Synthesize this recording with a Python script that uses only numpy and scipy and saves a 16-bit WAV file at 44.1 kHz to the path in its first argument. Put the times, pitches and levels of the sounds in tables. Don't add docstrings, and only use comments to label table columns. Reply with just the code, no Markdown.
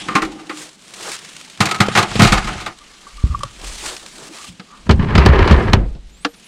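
import sys
import numpy as np
from scipy import signal
from scipy.fft import rfft, irfft, next_fast_len
from scipy.io import wavfile
from scipy.ndimage import uniform_filter1d, map_coordinates

SR = 44100
rng = np.random.default_rng(int(sys.argv[2]) if len(sys.argv) > 2 else 0)


def log_audio(samples):
    frames = np.atleast_2d(samples).T
    limited = np.clip(frames, -1, 1)
    pcm = np.round(limited * 32767).astype(np.int16)
    wavfile.write(sys.argv[1], SR, pcm)


def invert_db(level):
    return 10 ** (np.asarray(level, dtype=float) / 20)


N = 285327


def unit(x):
    return x / np.sqrt(np.mean(x ** 2) + 1e-20)


def curves(rows):
    s, *columns = np.transpose(rows)
    return [np.interp(np.arange(N) / SR, s, column) for column in columns]


def wobble(rate):
    knots = rng.standard_normal(int(N * rate / SR) + 4)
    return map_coordinates(knots, [np.arange(N) * rate / SR])


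def swells(rows):
    t = np.arange(N) / SR
    total = np.zeros(N)
    for s, hold, db, rise, fall in rows:
        away = np.maximum((s - t) / rise, (t - s - hold) / fall)
        total += invert_db(db - 20 * np.maximum(0, away))
    return total


def shape(points):
    f, db = np.transpose(points)
    return lambda hz: invert_db(np.interp(np.log(hz + 1), np.log(f), db))


def body(peaks):
    high_hz, low_hz = 1.6 * peaks[-1][0], 0.5 * peaks[0][0]

    def response(f):
        modes = 0
        for k, (centre, width, db) in enumerate(peaks):
            damping = 1j * f * width
            modes = modes + (-1) ** k * invert_db(db) * damping / (centre * centre - f * f + damping)
        return modes / (1 + 1j * f / high_hz) ** 2 * (1j * f / (low_hz + 1j * f)) ** 2

    return response


def filtered(x, response):
    m = next_fast_len(N + SR // 2)
    gain = response(np.fft.rfftfreq(m, 1 / SR))
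    gain = gain / np.sqrt(np.mean(abs(gain) ** 2))
    return irfft(rfft(x, m) * gain, m)[:N]


def gritty(spread_db, clump_db, clump_rate):
    uneven = np.minimum(rng.standard_exponential(N), 2 * np.pi)
    sizes = invert_db(spread_db * uneven + clump_db * wobble(clump_rate))
    return unit(sizes * rng.standard_normal(N))


def patchy(x, depth_db):
    z = signal.stft(x, nperseg=512)[2]
    field = uniform_filter1d(uniform_filter1d(rng.standard_normal(z.shape), 12, 0), 8, 1)
    return unit(signal.istft(z * invert_db(depth_db * unit(field)), nperseg=512)[1][:N])


def bursts(times, levels_db, t60s, rise):
    out, t = np.zeros(N + SR), np.arange(SR // 2) / SR
    for s, db, t60 in zip(times, levels_db, t60s):
        fade = invert_db(db - 60 * t / max(t60, .004)) * (1 - np.exp(-t / rise))
        out[round(s * SR):][:len(t)] += fade * rng.standard_normal(len(t))
    return out[:N]


def rings(times, levels_db, modes_hz, t60s):
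    out, t = np.zeros(N + SR), np.arange(SR // 5) / SR
    for s, db, hz, t60 in zip(times, levels_db, modes_hz, t60s):
        tones = np.sin(2 * np.pi * hz[:, None] * t) * invert_db(3.1 * rng.standard_normal((len(hz), 1)))
        fade = invert_db(db - 60 * t / max(t60, .004)) * (1 - np.exp(-t / .0005))
        out[round(s * SR):][:len(t)] += fade * tones.sum(axis=0)
    return out[:N]


def pushed_rings(rows):
    out, t = np.zeros(N + SR), np.arange(SR // 2) / SR
    for s, db, hz, t60, rise in rows:
        cycles = hz * t + 0.25 * (1 - np.exp(-t / 0.0032))
        beating_db = 0.58 * np.sin(47 * t)
        fade = invert_db(db - 60 * t / t60 + beating_db) * (1 - np.exp(-t / rise))
        out[round(s * SR):][:len(t)] += fade * np.sin(2 * np.pi * cycles)
    return out[:N]


def knocks(rows, crack_colour, parts, board_db):
    s, db, clack_db, thud_db, t60 = np.transpose(rows)
    large, middle, thin = parts
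    tick = bursts(s, db - 7.0, 0.0038 + 0 * s, rise=.0001)
    tail = bursts(s, db - 7.5, 0.81 * t60, rise=0.00074)
    crack = filtered(tick + tail, shape(crack_colour))
    clack = filtered(bursts(s, db + clack_db + 0.5, t60, rise=0.00033), body(thin))
    board = filtered(bursts(s, db + clack_db + board_db + 2.0, 1.35 * t60, rise=0.00073), body(middle))
    push_at = np.round((s - .0015) * SR).astype(int)
    push_size = invert_db(db + thud_db + 25.5) * (-1) ** np.arange(len(s))
    thud = filtered(np.bincount(push_at, push_size, N), body(large))
    loose_hz = np.exp(rng.uniform(np.log(1100), np.log(5000), (len(s), 6)))
    rattle = rings(s, db - 17, loose_hz, .5 * t60)
    return crack + rattle + clack + board + thud


# f/Hz, level/dB (per Hz)
WOODS_COLOUR = [(30, -57), (60, -44), (120, -10.5), (190, -1.5), (300, -8.5), (500, -15), (1500, -22.5),
                (4000, -19), (9000, -50), (14000, -93)]


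def woods():
    return invert_db(-52 + 2.3 * wobble(5)) * filtered(rng.standard_normal(N), shape(WOODS_COLOUR))


# t/s, hold/s, level/dB, rise/s, fall/s
AIR = [(.26, .01, -39.5, .25, .12), (2.05, .05, -52, 0.48, .3), (2.26, 0.087, -17.5, .11, 0.13),
       (2.46, .01, -33.5, 0.087, 0.32), (3.17, 0.26, -37, 0.12, 0.13), (3.61, 0.078, -35, 0.064, 0.4),
       (4.98, .02, -20, .12, .25), (5.17, .01, -19, 0.036, .09), (5.37, 0.011, -15, 0.14, 0.15),
       (5.56, .03, -24, 0.18, .06), (5.77, 0.009, -13.5, .12, 0.24)]


def moving_air():
    colour = shape([(12, -8), (25, -6.5), (48, 3.5), (75, -18.0), (150, -48), (400, -120)])
    return (swells(AIR) + invert_db(-73)) * filtered(rng.standard_normal(N), colour)


# t/s, hold/s, level/dB, rise/s, fall/s
STEPS = [(.58, 0.044, -37.5, 0.081, 0.1), (.96, .03, -49, 0.05, 0.7), (1.1, 0.056, -33, 0.24, 0.01),
         (3.65, 0.043, -39, 0.06, 0.29), (3.86, 0.019, -31.5, 0.14, 0.16), (4.15, 0.14, -46, 0.27, 0),
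         (4.34, 0.15, -42.5, 0.077, 0.04)]
# t/s, hold/s, level/dB, rise/s, fall/s
BRUSHES = [
    (0.0, 0.0089, -32, .1, 0.26),
    (1.67, .02, -46, 0.047, 0.43),
    (1.96, 0.018, -32.5, 0.14, 0.1),
    (2.18, .02, -26.5, 0.14, 0.19),
    (2.3, 0.27, -37, 0.31, 0.16),
]
# t/s, level/dB
STIR = [(0.0, -57), (.27, -48), (.5, -48), (.77, -59.5), (1.24, -40.5), (1.56, -43.5), (2.74, -49),
        (3.02, -43.5), (3.59, -42.5), (4.01, -55), (4.64, -50.5), (4.84, -48.5), (5.36, -56), (5.6, -43),
        (5.78, -55), (6.01, -57), (6.47, -47.5)]
# f/Hz, level/dB (per Hz)
LEAVES = [(500, -13.5), (900, -8.5), (1300, -5), (3500, -2.5), (6500, -11), (8500, -13.5), (11000, -24.5),
          (16000, -83)]
CLOTH = [(500, -17), (900, -10), (1400, -6), (3000, -2), (5000, -8), (8000, -14), (11000, -27),
         (16000, -84)]
FIZZ = [(2500, -86), (4000, -9.5), (7000, -1.5), (8500, -1), (10500, -10), (13000, -19), (15600, -20)]
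DULL = [(76, -38), (130, -11), (257, -14), (306, 0.5), (460, -2.5), (1240, -6), (1800, -11), (2340, -55),
        (3960, -120)]


def rustle():
    steps, stir = swells(STEPS), invert_db(curves(STIR)[0])
    grains = gritty(spread_db=2.0, clump_db=1.6, clump_rate=110)
    dull_grains = gritty(spread_db=2.5, clump_db=5.0, clump_rate=25)
    crackle = (steps + swells(BRUSHES)) * patchy(filtered(grains, shape(LEAVES)), depth_db=1.5)
    swish = invert_db(-2.5) * stir * patchy(filtered(grains, shape(CLOTH)), depth_db=1.5)
    fizz = (invert_db(-5.5) * steps + invert_db(-14) * stir) * filtered(grains, shape(FIZZ))
    dull = (invert_db(-10) * steps + invert_db(-18) * stir) * filtered(dull_grains, shape(DULL))
    return crackle + swish + fizz + invert_db(4.5) * dull


# t/s, level/dB
# (peak), f/Hz
SNAPS = [(0.5716, -21.5, 4360), (0.6898, -30, 4930), (0.7297, -34.5, 7210), (0.7911, -35.5, 3160),
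         (0.8214, -34, 3140), (0.8799, -30, 5470), (0.9058, -30.5, 3150), (0.9368, -22, 3790),
         (1.0091, -23, 3040), (1.0294, -21, 2890), (1.1159, -15, 4200), (1.1644, -22, 4840),
         (1.1894, -24, 4980), (1.2471, -23.5, 5300), (1.3648, -20.5, 2440), (1.3994, -29, 2570),
         (1.4114, -24, 2660), (1.4484, -29, 2700), (1.4985, -24.5, 2690), (1.5743, -28, 2270),
         (2.7861, -30, 6810), (3.1697, -30, 4900), (3.3907, -26.5, 8600), (3.4331, -14.5, 2950),
              (3.6142, -26, 2990), (3.6426, -21.5, 7770), (3.9649, -18.5, 5080), (4.0287, -32, 3130),
              (4.0617, -21.5, 5460), (4.1814, -26, 5030), (4.3844, -27, 2260), (4.4294, -28.5, 4280),
              (6.0944, -44, 2230), (6.3974, -36, 9880)]


def snaps():
    s, db, hz = np.transpose(SNAPS)
    puffs = bursts(s, db - 4.0, 0.022 + 0 * s, rise=0.001)
    ping_hz = hz[:, None] * rng.normal(1, 0.063, (len(s), 3))
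    pings = rings(s, db - 15, ping_hz, .015 + 0 * s)
    return filtered(puffs, shape(LEAVES)) + invert_db(-9.5) * filtered(puffs, shape(FIZZ)) + pings


# t/s, hold/s, level/dB, rise/s, fall/s
PRESSES = [
    (2.8, .05, -60, .06, .06),
    (2.95, .03, -60, .04, .04),
    (3.54, .02, -52, .04, .04),
    (4.19, .04, -45, .05, .06),
    (4.27, .05, -44, .04, .05),
    (5.785, .03, -27, .02, .1),
    (5.96, .02, -48, .03, .04),
]
# f/Hz, width/Hz, level/dB
TRIM = [(160, 60, -3), (320, 90, 0), (480, 150, -3), (720, 250, -8)]


def presses():
    crunch = gritty(spread_db=2.5, clump_db=4.0, clump_rate=50)
    return swells(PRESSES) * filtered(crunch, body(TRIM))


SHELL_HZ = 1170
# t/s, level/dB (peak), rise/s
TAPS = [(2.808, -43, 0.0082), (3.067, -31, 0.0033), (3.18, -36, 0.0054), (3.307, -35, 0.0036),
        (3.342, -28, 0.004), (3.347, -13.5, 0.0026), (3.407, -26, 0.0031), (3.433, -15.5, 0.0023),
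        (4.44, -37, 0.0059), (4.721, -43.5, 0.0047)]


def taps():
    out, t = np.zeros(N + SR), np.arange(SR // 2) / SR
    for s, db, rise in TAPS:
        blow = t / rise * np.exp(1 - t / rise)
        tail = 0.12 * np.exp(-t / 0.0099) * (1 - np.exp(-t / rise))
        tone = np.sin(2 * np.pi * SHELL_HZ * rng.normal(1, 0.026) * t)
        out[round(s * SR):][:len(t)] += invert_db(db) * (blow + tail) * tone
    return out[:N]


# t/s, hold/s, level/dB, rise/s, fall/s
CREAK = [
    (2.72, .05, -56, 0.092, .55),
    (3.35, 0.026, -41, 0.27, 0.19),
    (3.55, 0.52, -63, 0.33, .1),
    (4.39, .01, -51, 0.22, 0.17),
    (4.74, .01, -46, 0.096, 0.12),
]


def strap_creak():
    tone = filtered(rng.standard_normal(N), body([(SHELL_HZ, 110, 0)]))
    return swells(CREAK) * invert_db(3.8 * wobble(23)) * tone


# t/s, hold/s, level/dB, rise/s, fall/s
RUMBLE = [
    (3.26, 0.041, -28.5, 0.02, 0.17),
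    (5.8, 0.026, -30.5, .03, 0.195),
    (3.62, .06, -49, .02, .3),
    (3.38, .03, -46, .03, .1),
    (4.49, .03, -42, .02, .08),
    (2.52, .08, -36, .05, .1),
]


def chest_rumble():
    low = filtered(rng.standard_normal(N), body([(85, 67, -2.0), (257, 200, -18)]))
    return swells(RUMBLE) * invert_db(4.2 * wobble(45)) * low


# t/s, level/dB (peak), f/Hz, t60/s, rise/s
BUMPS = [(.155, -22, 319.7, 0.2, 0.0044), (.222, -20, 317.6, 0.55, 0.0013), (.225, -26, 430, .15, .003),
         (.26, -28, 370, .2, .005), (1.475, -38, 850, .04, .002), (0.506, -21.5, 307, 0.36, 0.041),
         (1.885, -1, 446, 0.0096, 0.00022), (2.155, -10.5, 426, 0.026, .0003),
         (1.712, -18, 1283, 0.28, .003), (1.81, -17, 1260, .16, 0.0037), (3.239, 1.5, 55.5, 0.089, 0.0011),
         (3.298, -3, 66, 0.1, 0.0073), (3.434, -19, 544, 0.04, 0.0019), (3.44, -18.5, 117, 0.047, 0.0029),
         (4.308, -20, 310, 0.065, 0.013), (4.485, -22, 174, 0.12, 0.016)]


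def bumps():
    return pushed_rings(BUMPS)


# t/s, level/dB
DRAGS = [
    [(0.0, -42.5), (0.3, -40), (0.468, -49), (0.72, -66)],
    [(1.57, -51), (1.652, -27), (1.77, -36), (1.836, -27.5), (2.02, -37.5), (2.17, -34), (2.368, -30),
     (2.56, -32.5), (2.75, -50)],
    [(4.84, -53), (4.904, -43.5), (5.058, -33), (5.178, -24), (5.34, -19.5), (5.52, -19.5), (5.666, -27),
     (5.76, -30), (6.0, -76.5)],
]
# boom level/dB, board level/dB, scrape level/dB
DRAG_MIX = [
    (-1, 4.5, -5),
    (-1.1, -6, -2),
    (-1, 1.5, -1.5),
]
# t/s, hold/s, level/dB, rise/s, fall/s
JOLTS = [
    (4.91, 0.0083, -16.5, 0.017, 0.21),
    (5.17, 0.11, -16, 0.2, 0.074),
    (5.42, 0.0089, -19, 0.075, .2),
    (5.52, .01, -15, 0.01, 0.087),
    (5.67, 0.011, -19, 0.074, 0.051),
    (5.742, 0.0092, -13.5, 0.019, 0.083),
    (5.792, 0.0082, -27, .05, 0.16),
]
# f/Hz, width/Hz, level/dB
LEGS = ([(174, 91, 0), (213.7, 11, 8.5)], [(310, 31, 0.5), (520, 110, -14), (786, 110, -9)], [(1071, 34, 1),
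        (1196, 21, 6.5), (1310, 230, -4.5), (2000, 390, -7), (2740, 810, -12.5)])
TABLE = ([(104.7, 22.6, 2), (140, 32, 0), (200.8, 22.4, 4.5)], [(313, 36, 3), (354, 126, -0.5),
         (751, 128, 1.5), (890, 91, -1)], [(1034, 134, -4.5), (1248, 85, 1), (1430, 136, -3),
         (1680, 330, -7), (2164, 270, -7), (2510, 150, -7), (2850, 720, -12.5)])
BOX = ([(68, 22.6, -2), (105, 36.4, -2.5), (147.7, 35.5, -4), (209, 50, -6)], [(309, 82, -0.5),
       (399, 62, 3.5), (517, 85, -1.5), (810, 550, -8.5)], [(987, 233, -0.5), (1350, 330, -3.5),
       (1700, 290, -2.5), (2390, 1030, -10.5), (2920, 370, -9), (4260, 1500, -26)])


def dragging():
    t, out = np.arange(N) / SR, np.zeros(N)
    judder = wobble(35)
    movements = zip(DRAGS, DRAG_MIX, (LEGS, TABLE, BOX), ([], [], JOLTS))
    for rows, (boom_db, board_db, scrape_db), (large, middle, thin), jolts in movements:
        effort = invert_db(curves(rows)[0])
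        boom = filtered(gritty(spread_db=2.0, clump_db=2.0, clump_rate=33), body(large))
        board = filtered(gritty(spread_db=0.5, clump_db=2.5, clump_rate=55), body(middle))
        scrape = filtered(gritty(spread_db=3.5, clump_db=3.0, clump_rate=110), body(thin))
        board *= invert_db(0.42 * judder)
        scrape *= invert_db(1.9 * judder)
        mix = (invert_db(boom_db) * effort + swells(jolts)) * boom
        mix += effort * (invert_db(board_db) * board + invert_db(scrape_db) * scrape)
        since_start, to_stop = t - rows[0][0] + 0.0048, rows[-1][0] - t
        moving = np.clip(np.minimum(since_start, to_stop) / 0.026, 0, 1)
        out += moving * mix
    return out


def runner():
    effort_db = curves(DRAGS[2])[0]
    fast = 1 / (1 + invert_db(3.5 * (-25 - effort_db)))
    grains = invert_db(2.4 * wobble(45)) * gritty(spread_db=4.0, clump_db=3.0, clump_rate=88)
    slow_band = filtered(grains, body([(1190, 190, 0)]))
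    fast_band = filtered(grains, body([(1810, 190, 0)]))
    started = np.arange(N) / SR > DRAGS[2][0][0]
    return started * invert_db(effort_db - 12) * ((1 - fast) * slow_band + fast * fast_band)


# f/Hz (at full speed), level/dB (over the effort)
STREAKS = [(620, -11), (980, -9), (1300, -15), (1750, -9), (2300, -13), (3000, -20)]


def rollers():
    effort_db = curves(DRAGS[2])[0]
    slow = np.clip((effort_db.max() - effort_db) / 20, 0, 1)
    lines = np.zeros(N)
    for hz, db in STREAKS:
        line_hz = hz * (1 - .12 * slow + .05 * wobble(14))
        flicker = invert_db(db + 4.0 * wobble(30)) * wobble(140)
        lines += flicker * np.sin(2 * np.pi * np.cumsum(line_hz) / SR)
    started = np.arange(N) / SR > DRAGS[2][0][0]
    return started * invert_db(effort_db - 4.0) * lines


# t/s, level/dB (peak), f/Hz, t60/s, rise/s
THUMPS = [
    (4.912, -1.5, 70, 0.17, 0.0028),
    (5.186, -1, 70, 0.24, 0.0045),
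    (5.293, 0, 69.5, 0.23, .004),
    (5.41, -3.5, 75, .2, .004),
    (5.514, 0, 95, 0.082, .002),
    (5.529, -3, 68, 0.32, 0.0037),
    (5.652, -5.5, 99.5, 0.22, 0.0052),
    (5.737, 0, 85, 0.12, .002),
]


def drawer_thumps():
    return pushed_rings(THUMPS)


# start t/s, end t/s, then f/Hz at start, middle and end
ARCHES = [(6.1, 6.47, 6400, 9050, 9750), (6.14, 6.47, 9700, 11350, 10900),
          (6.25, 6.47, 13000, 12650, 12700), (6.04, 6.2, 9600, 12300, 15000),
          (6.15, 6.38, 13900, 15000, 13400), (6.33, 6.47, 6800, 6650, 6700), (6.38, 6.46, 9350, 9300, 9200),
          (6.39, 6.47, 13900, 14200, 14400)]
ARCH_LEVELS = [-60, -64, -73, -77, -79, -62, -65, -79]


def bolt_squeak():
    t, out = np.arange(N) / SR, np.zeros(N)
    for (start, end, *hz), db in zip(ARCHES, ARCH_LEVELS):
        progress = np.clip((t - start) / (end - start), 0, 1)
        arch_hz = np.polyval(np.polyfit([0, .5, 1], hz, 2), progress)
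        line_hz = arch_hz + 110 * wobble(25) + 70 * wobble(150)
        gate = np.clip(np.minimum(t - start, end + .02 - t) / .03, 0, 1)
        out += gate * invert_db(db + 6.5 * wobble(30)) * np.sin(2 * np.pi * np.cumsum(line_hz) / SR)
    return out


# t/s, crack level/dB (peak), clack level/dB and
# thud level/dB (both over the crack), t60/s
FOLDING = [(.0845, -22, 5, -3.5, 0.089), (.1045, -35, 7, 7, 0.45), (.1524, -10.5, 2.5, -4, .15),
           (.1305, -28, -10, -20, .03), (.2195, -16, 1.2, -11, 0.12), (.2486, -22, -15, -8, 0.1),
           (.3192, -28.5, -23, -18, 0.088), (.396, -35.5, -15, -16, .15), (.4946, -25.5, 4.5, -32, 0.13)]
SLATS = [(1.6045, -4, -5.5, -4, .15), (1.6553, -6.5, -12, -19, 0.098), (1.6874, -17.5, -6.5, -25, 0.15),
         (1.711, -6.5, -9, -29, 0.078), (1.7446, -15, -5.5, -16, 0.077), (1.7605, -20, -9, -22, 0.055),
         (1.7864, -25, -7, -20, .06), (1.8035, -4, -4.5, -1.5, 0.13), (1.864, -16, -12, -20, 0.043),
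         (1.8836, -15.5, -3.5, -8, 0.05), (1.9512, -10, -0.7, -8, 0.26), (1.9728, -6, -3.5, -7.5, 0.2),
         (1.988, -7, -13, -5.5, 0.08), (2.0266, -8.5, -4.5, -12, 0.069), (2.1086, -26, -5, -7, .05),
         (2.1131, -21, -5, -4, .06), (2.155, -15, -6, 1, 0.078), (2.1941, -9, 0.9, 6.5, 0.2),
         (2.2191, -2.5, -7.5, 5, 0.25), (2.2494, -5, -3, 0.5, 0.044), (2.2702, -9, -6.5, -6, 0.18),
         (2.3215, -4.5, -4, -3, .16), (2.3735, -17, -4, -11, 0.043), (2.3785, -12.5, -3, -6.5, .088),
         (2.4434, -23, -7, 0, 0.12), (2.4719, -22.5, 3, -7, 0.16), (2.601, -23.5, -7, -39, 0.23),
         (2.6615, -19, -2.5, -37, 0.13)]
# f/Hz, level/dB (per Hz)
SLAT_CRACK = [(1410, -35), (2400, 1), (3030, -5.5), (3860, 0), (5360, -6.5), (7050, -8), (8560, -11.5),
              (15500, -35)]


def table_knocks():
    legs = knocks(FOLDING, SLAT_CRACK, LEGS, board_db=-7.0)
    return legs + knocks(SLATS, SLAT_CRACK, TABLE, board_db=-7.5)


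# t/s, crack level/dB (peak), clack level/dB and
# thud level/dB (both over the crack), t60/s
DRAWER = [(4.8659, -47.5, 15, 22, 0.032), (4.8932, -12, 4, 12.5, 0.078), (4.9086, -6.5, -13.5, -2, .08),
          (4.994, -32, 9, 26.5, 0.072), (5.026, -27.5, 2, 14.5, 0.073), (5.0868, -35, 3, 2, 0.037),
          (5.1018, -32, 5, 5, 0.046), (5.1066, -41.5, 21, 10, .042), (5.152, -5.5, -7.5, -2, 0.07),
          (5.1784, -10.5, -1, 9.5, 0.12), (5.2374, -23, 1, 0, 0.035), (5.2525, -14, -3, -1, .04),
          (5.2606, -0.8, -5.5, -1.5, 0.049), (5.2861, -17.5, 0, 14, 0.07), (5.3362, -25, 4, 0, 0.036),
          (5.3577, -25, 3, 0, .04), (5.39, -13, 0, -1, 0.042), (5.453, -21, 0, -2, 0.055),
          (5.475, -12.5, -2.5, -11, 0.096), (5.51, -10, -2, 11, 0.13), (5.524, -19, -3, -5, 0.046),
          (5.6246, -30, 0, 3, .05), (5.6974, -27, -3, 0, .05), (5.7325, 0.6, -6, -3, 0.054)]
BOLT = [
    (4.597, -25.5, -8.5, -6, 0.069),
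    (5.9503, -37.5, -14, 0, 0.054),
    (6.2478, -5.5, -6, -25, 0.061),
    (6.344, -35, -16, -14, .055),
]
# f/Hz, level/dB (per Hz)
BOLT_CRACK = [(1410, -12.5), (2400, 0), (3800, -3.5), (4180, -2), (5930, -13), (7380, -20), (11800, -34),
              (15500, -60)]
# f/Hz, width/Hz, level/dB
LATCH = ([(187, 23, 0)], [(296, 43, 3.5), (472, 22, 4.5), (740, 240, -3)], [(1240, 150, 10.5),
         (1680, 320, 3), (2180, 210, -19)])


def drawer_knocks():
    box = knocks(DRAWER, BOLT_CRACK, BOX, board_db=-0.2)
    return box + knocks(BOLT, BOLT_CRACK, LATCH, board_db=-6.0)


def scene():
    background = woods() + moving_air() + rustle() + snaps() + presses()
    camera = taps() + strap_creak() + chest_rumble() + bumps()
    sliding = dragging() + runner() + rollers() + drawer_thumps()
    blows = bolt_squeak() + table_knocks() + drawer_knocks()
    return (background + camera + sliding + blows)[None]


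def top_cut(x):
    return signal.sosfilt(signal.butter(12, 15690, fs=SR, output="sos"), x)


def record(dry):
    clipped = dry / (1 + abs(dry) ** 30) ** (1 / 30)
    return top_cut(clipped)


dry = scene()
out = record(dry)
log_audio(out)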